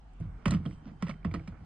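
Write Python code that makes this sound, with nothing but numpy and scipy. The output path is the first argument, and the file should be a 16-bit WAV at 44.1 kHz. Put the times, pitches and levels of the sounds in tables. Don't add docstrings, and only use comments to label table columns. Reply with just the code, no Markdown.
import sys
import numpy as np
from scipy import signal
from scipy.fft import rfft, irfft
from scipy.io import wavfile
from scipy.ndimage import uniform_filter1d

SR = 44100
rng = np.random.default_rng(int(sys.argv[2]) if len(sys.argv) > 2 else 0)


def waveform_to_disk(signal):
    frames = np.transpose(np.atleast_2d(signal))
    scaled = np.clip(frames, -1, 1) * 32767
    samples = np.round(scaled).astype(np.int16)
    wavfile.write(sys.argv[1], SR, samples)


N = 72765

# f/Hz, level/dB, t60/s, build-up/s
HULL_MODES = [(81.9, -7.5, 0.34, 0.011), (107.7, -18, 0.47, 0.017), (155.9, -4, 0.26, 0.0071),
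              (186.9, -10.5, 0.17, 0.019), (235, -8.5, 0.084, 0.011), (282.3, -13, .1, 0.009),
              (317.5, -16, 0.14, 0.009), (356.5, -22.5, 0.057, 0.0029), (465.7, -21, 0.084, 0.0057),
              (534.7, -20.5, 0.036, 0.0024), (691, -26.5, 0.068, 0.00068)]


def amp(db):
    return 10 ** (np.asarray(db) / 20)


def unit_rms(x):
    return x / np.sqrt(np.mean(x ** 2) + 1e-20)


def at_frequency(points, hz):
    f, value = np.transpose(points)
    return np.interp(np.log(hz + 1), np.log(f + 1), value)


def over_time(table, column):
    rows = np.array(table)
    return np.interp(np.arange(N) / SR, rows[:, 0], rows[:, column])


def add(mix, start_s, sound):
    part = mix[round(start_s * SR):][:len(sound)]
    part += sound[:len(part)]


def filtered(x, gain):
    padded = np.concatenate([x[..., 1024:0:-1], x, x[..., -2:-1026:-1]], axis=-1)
    size = padded.shape[-1]
    return irfft(rfft(padded) * gain(np.fft.rfftfreq(size, 1 / SR)), size)[..., 1024:-1024]


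def causal_filter(x, gain):
    log_gain = np.log(np.maximum(unit_rms(gain), 1e-6))
    log_response = np.conj(signal.hilbert(np.r_[log_gain, log_gain[-2:0:-1]]))[:len(gain)]
    return irfft(rfft(x) * np.exp(log_response), len(x))


def lorentzian(hz, centre_hz, width_hz):
    return 1 / (1 + (2 * (hz - centre_hz) / width_hz) ** 2)


def resonate(x, hz, width_hz):
    phasor = np.exp(2j * np.pi * hz * np.arange(len(x)) / SR)
    pole = np.exp(-np.pi * width_hz / SR)
    return 2 * (phasor * signal.lfilter([1 - pole], [1, -pole], x / phasor)).real


def town_wash():
    spectrum = [(35, -15), (60, 0), (90, -17), (146, -9.5), (300, -24.5), (599, -36), (777, -24.5),
                (945, -32.5), (1430, -33.5), (2250, -44), (2860, -43.5), (3120, -46), (3470, -49),
                (5200, -54.5), (7270, -59), (9000, -59.5), (10700, -80), (12000, -89.5), (15000, -97)]
    coherence = [(60, .96), (130, .88), (290, .6), (430, .34), (640, .08)]
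    balance = [(60, -1), (400, -1.5), (1400, -3), (3100, -3), (4700, 0)]
    frames, hz = N // 256 + 5, np.fft.rfftfreq(1024, 1 / SR)
    a, b, c, d, patches = rng.standard_normal((frames, 513, 5)).T
    patches = uniform_filter1d(patches, size=12, axis=0)
    patches = unit_rms(uniform_filter1d(patches, size=14, axis=1))
    alike = at_frequency(coherence, hz)[:, None]
    left = a + 1j * b
    right = alike * left + np.sqrt(1 - alike ** 2) * (c + 1j * d)
    pan_db = at_frequency(balance, hz)[:, None] / 2
    level_db = at_frequency(spectrum, hz)[:, None] + 2.2 * patches
    spectra = np.array([left, right]) * amp([level_db + pan_db, level_db - pan_db])
    return amp(-54.5) * unit_rms(signal.istft(spectra, nperseg=1024, noverlap=768)[1][:, :N])


def low_hum(hz=46, waver_hz=4.2):
    levels = [(0.0, -58), (0.032, -54.5), (0.372, -43.5), (0.422, -80), (0.472, -36), (0.536, -42),
              (0.564, -52.5), (0.61, -48), (0.648, -59), (1.378, -48.5), (1.396, -52), (1.65, -53.5)]
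    drift = unit_rms(uniform_filter1d(rng.standard_normal(N), size=4000))
    phase = 2 * np.pi * np.cumsum(hz + waver_hz * drift) / SR
    return np.sqrt(2) * np.sin(phase) * amp(over_time(levels, 1))


def far_whistle(start_s=0.4, end_s=1.5, hz=3107, width_hz=33, level_db=-81):
    progress = np.clip((np.arange(N) / SR - start_s) / (end_s - start_s), 0, 1)
    band = resonate(resonate(rng.standard_normal(N), hz, width_hz), hz, width_hz)
    return amp(level_db) * np.sqrt(np.sin(np.pi * progress)) * unit_rms(band)


def rubbing():
    # t/s, level/dB of low, mid and high scrape, relative rumble level/dB
    levels = [(0, -91, -105, -100, -74), (.18, -77, -100, -100, -70), (.23, -66, -78, -94, -68),
              (.32, -68.5, -95.5, -104, -62), (.43, -65, -78, -100, -66), (.52, -74, -65, -87, -53),
              (.62, -65.5, -82, -94, -68), (.67, -66, -73.5, -79.5, -60), (.74, -72, -71.5, -82, -54.5),
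              (.79, -72.5, -91, -89.5, -63.5), (.83, -73.5, -84, -100, -48.5),
              (.87, -64.5, -70.5, -103, -66), (.91, -64, -76.5, -106, -64), (.96, -102, -105, -102, -53),
              (1.015, -61.5, -68.5, -96, -65), (1.13, -66, -74, -90, -66), (1.19, -70, -92, -100, -70),
              (1.29, -65, -90, -106, -74), (1.4, -61.5, -79, -89, -65.5), (1.46, -70, -77.5, -100, -58),
              (1.54, -62, -89, -122, -57), (1.65, -71, -77, -100, -57.5)]
    spectrum = [(240, -49.5), (400, -0.5), (965, -6.5), (1540, -4.5), (1750, -14), (2060, -11.5),
                (3200, -18), (3570, -19), (3880, -22), (4270, -20.5), (6190, -21), (8160, -11),
                (10700, -40.5), (14000, -71.5), (22000, -120)]
    grains = rng.standard_normal(N) * amp(1.92 * rng.exponential(1, N // 40 + 1).repeat(40)[:N])
    shove = filtered(rng.standard_normal(N), lambda hz: 1 / (1 + (hz / 450) ** 4))
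    rumble = sum(amp(db) * resonate(shove, hz, 1.06 / t60) for hz, db, t60, _ in HULL_MODES)
    out = unit_rms(rumble) * amp(over_time(levels, 4) - 4.5)
    for column, (low_hz, high_hz) in enumerate([(300, 2500), (2500, 6200), (6200, 11000)], 1):
        band = filtered(grains, lambda f: amp(at_frequency(spectrum, f)) * (f > low_hz) * (f <= high_hz))
        out += unit_rms(band) * amp(over_time(levels, column))
    return out


def hull_knock(level_db, nominal_hz, swell_s, deep_db, upper_db):
    t = np.arange(SR // 3) / SR
    pitch_hz = 1.1577 * nominal_hz / (1 + 11.76 * t)
    swell = (t / swell_s * np.exp(1 - t / swell_s)) ** 1.255
    bonk = swell * np.sin(2 * np.pi * np.cumsum(pitch_hz) / SR)
    boom = np.zeros(len(t))
    for k, (hz, db, t60, build_s) in enumerate(HULL_MODES):
        mode_db = db + deep_db * (hz < 135) + upper_db * (hz > 250)
        envelope = amp(mode_db - 60 * t / t60) * (1 - np.exp(-t / build_s)) ** 2
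        boom += (-1) ** k * envelope * np.sin(2 * np.pi * hz * t)
    return amp(level_db - 2.5) * (bonk + boom)


def tip_click(level_db, ring_hz, ring_db, bite_db, treble_db, burst_t60):
    tip_spectrum = [(240, -32), (400, 1.5), (478, -6), (841, -9), (1270, -8), (1630, -10), (2240, -16),
                    (2640, -11.5), (3770, -20), (4040, -20), (6450, -26.5), (8270, -33.5), (10700, -48.5),
                    (14000, -77.5), (22000, -120)]
    deck_modes = [(580, 92, 4.5), (674, 21, 2), (1077, 29, -3), (1244, 185, 2.5), (1940, 100, 5),
                  (2576, 270, -0.5), (3455, 180, 3.5), (4250, 340, 1.5), (5120, 600, 4), (8300, 210, -13)]
    crack_spectrum = [(2000, -15), (4300, 4), (6300, -18.5), (8300, 2), (10500, -7.5), (11500, -19.5),
                      (14000, -31.5), (16000, -55.5)]
    rise_s, tail_t60, crack_t60, puff_t60 = 0.00092, 0.14, 0.013, 0.0088
    treble_lift_db, bite_lift_db = treble_db + 26.5, bite_db + 13.5
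    slip_noise, grit_noise, touch_noise = rng.standard_normal((3, 6000))
    t, hz = np.arange(6000) / SR, np.fft.rfftfreq(6000, 1 / SR)
    rise = 1 - np.exp(-t / rise_s)

    shelf = np.clip(4 * np.log2(hz / 5000 + 1e-9), 0, 1)
    lift_db = treble_lift_db * shelf + bite_lift_db * lorentzian(hz, 4280, 2170) ** 2
    deck = 1 + sum(amp(db) * lorentzian(hz, f, width) for f, width, db in deck_modes)
    colour = amp(at_frequency(tip_spectrum, hz) + lift_db) * deck
    grit = amp(3 * unit_rms(uniform_filter1d(grit_noise, size=30)))
    decay = grit * amp(-60 * t / burst_t60) + amp(-10 - 60 * t / tail_t60)
    burst = causal_filter(slip_noise * rise * decay, colour)

    touch = touch_noise * rise * amp(-18 + treble_lift_db - 60 * t / crack_t60)
    crack = causal_filter(touch, amp(at_frequency(crack_spectrum, hz)))

    puff = np.convolve(touch_noise * rise ** 2 * amp(-60 * t / puff_t60), np.hanning(9), "same")
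    ring = resonate(puff, ring_hz, width_hz=400)
    ring = resonate(ring, ring_hz, width_hz=900)
    return amp(level_db) * (.5 * (burst + crack) + amp(ring_db) * ring / abs(ring).max())


def microphone_ports(x, echo_t60=.015):
    balance = [(60, -1.5), (230, -1.5), (520, -3), (690, -6), (1180, -5), (2660, -6.5), (3480, -6.5),
               (4570, .5), (7850, 3), (10300, -3)]
    left_lead = [(0, 0), (520, -.3), (2760, -.5), (4050, -.3), (4700, -1.1), (5510, -2.9), (6500, -3),
                 (7580, -4.9), (8270, -5.9), (9220, -6.8), (11000, -6.6)]
    echo_spectrum = [(100, -40), (300, -22), (600, -7), (2000, -7), (8000, -7), (12000, -3)]

    def left_gain(hz):
        return amp(at_frequency(balance, hz) / 2) * np.exp(.5j * at_frequency(left_lead, hz))

    t = np.arange(2048) / SR
    response = rng.standard_normal((2, len(t))) * amp(-60 * t / echo_t60)
    echoes = signal.fftconvolve(x[None], response / np.linalg.norm(response[0]), axes=1)[:, :N]
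    direct = np.array([filtered(x, left_gain), filtered(x, lambda hz: 1 / left_gain(hz))])
    return direct + filtered(echoes, lambda hz: amp(at_frequency(echo_spectrum, hz)))


def scene():
    # t/s, level/dB, ring f/Hz, ring level/dB, bite level/dB (neutral at -13.5),
    # treble level/dB (neutral at -26.5), burst t60/s
    clicks = [(0.077, -75, 1970, -11.5, 2, -23, 0.014), (0.133, -67, 1720, -16, -10, -5.5, 0.023),
              (0.199, -59.5, 2200, -9, -14, -9.5, 0.02), (0.208, -51.5, 1850, -28.5, -20, -23, 0.025),
              (0.456, -17, 1890, -17, -22.5, -26, 0.017), (0.478, -29, 2090, -13, -16, -20, 0.027),
              (0.507, -28.5, 3950, -12.5, -8, -11.5, 0.02), (0.518, -34.5, 1970, -6, -17.5, -41, 0.075),
              (0.537, -35, 2150, -8, -15, -20, 0.025), (0.546, -34.5, 2670, -8, -15, -28, 0.025),
              (0.567, -41.5, 1910, -12, -23, -35, 0.0083), (0.653, -39.5, 2030, -26, -18.5, -28.5, 0.025),
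              (0.66, -41, 3220, 0, -12.5, -27.5, 0.018), (0.709, -46.5, 1970, -4.5, -17, -26, 0.0083),
              (0.733, -60, 2030, -10, -16, -11, 0.0086), (0.885, -47, 1750, -18.5, -20, -49.5, 0.019),
              (1.023, -28.5, 1690, -10, -21, -23, 0.022), (1.067, -38.5, 1740, -12, -20, -31, 0.058),
              (1.082, -45.5, 1930, 3.5, -13, -17, 0.042), (1.092, -35.5, 1820, -9, -16, -27, 0.065),
              (1.097, -43, 1850, -28, -10, -29, 0.042), (1.109, -43.5, 2160, 2, -24, -22, 0.016),
              (1.139, -56, 2120, 3, -24, -36, 0.011), (1.227, -69, 2250, 9, -20, -53, 0.037),
              (1.247, -30.5, 1930, -14, -23.5, -31.5, 0.016), (1.312, -52.5, 2300, 4.5, -11, -24, 0.075),
              (1.339, -33, 2000, -6.5, -11, -23.5, 0.033), (1.346, -33.5, 1920, -16, -24.5, -47, 0.025),
              (1.358, -48.5, 1870, 2, -27, -34, 0.025), (1.394, -50.5, 2220, -1, -22, -54, 0.011),
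              (1.475, -41, 2280, -8.5, -11.5, -20, 0.023)]
    # t/s, level/dB, nominal f/Hz, swell/s, deep-mode gain/dB, upper-mode gain/dB
    knocks = [(0.202, -29, 96.6, 0.0064, -4.5, 3.5), (0.214, -29.5, 119.4, 0.0057, -6, -8),
              (0.25, -29, 105.9, 0.015, 2.5, -4.5), (0.277, -39, 106, 0.0092, -5.5, 1),
              (0.461, -16, 189.9, 0.0078, -2.5, -11), (0.471, -17, 147, 0.0067, -0.5, -18),
              (0.489, -23, 144, 0.015, -6.5, 2), (0.514, -22, 197, 0.011, -18.5, 7.5),
              (0.543, -15.5, 180.3, 0.0116, -1.5, -2.5), (0.6, -30, 181.7, 0.0073, -5.5, 1),
              (0.65, -35, 232.8, 0.018, -17.5, 6.5), (0.661, -23.5, 157.3, 0.0068, -4, 5),
              (0.689, -33.5, 128.2, 0.008, 3, 8), (0.728, -40, 180.4, 0.012, 1, 5),
              (0.856, -36, 235.4, 0.016, -15, 0), (0.87, -39.5, 212.4, 0.016, 5.5, 11.5),
              (0.912, -44, 210, 0.015, -9, 11), (1.026, -19.5, 180.6, 0.011, -7.5, -5.5),
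              (1.07, -38.5, 176.4, 0.014, -5, -10), (1.088, -30.5, 204, 0.0094, -21, -15),
              (1.109, -37, 157, 0.0083, -10.5, 0), (1.146, -43, 206, 0.0052, -4, -21),
              (1.25, -20, 183.2, 0.0095, 1.5, 1), (1.277, -30, 101.6, 0.006, -14, 6),
              (1.311, -30, 96, 0.02, -31, 5.5), (1.339, -27.5, 193, 0.0076, 3.5, 11.5),
              (1.361, -31.5, 180.7, 0.015, 2.5, 11), (1.398, -36.5, 101.3, 0.017, 0, 11.5),
              (1.479, -29.5, 178, 0.0098, 2.5, -1), (1.52, -37.5, 110, 0.0043, -14, 2),
              (1.608, -44, 185.3, 0.012, 16, -18)]
    kayak = rubbing()
    yard = town_wash() + low_hum() + far_whistle()
    for start_s, *click in clicks:
        add(kayak, start_s, tip_click(*click))
    for start_s, *knock in knocks:
        add(kayak, start_s, hull_knock(*knock))
    return microphone_ports(kayak) + yard


def record(dry, cutoff_hz=15000):
    taps = signal.firwin(511, cutoff_hz, window=("kaiser", 9), fs=SR)
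    return signal.oaconvolve(dry, taps[None], "same")


dry = scene()
out = record(dry)
waveform_to_disk(out)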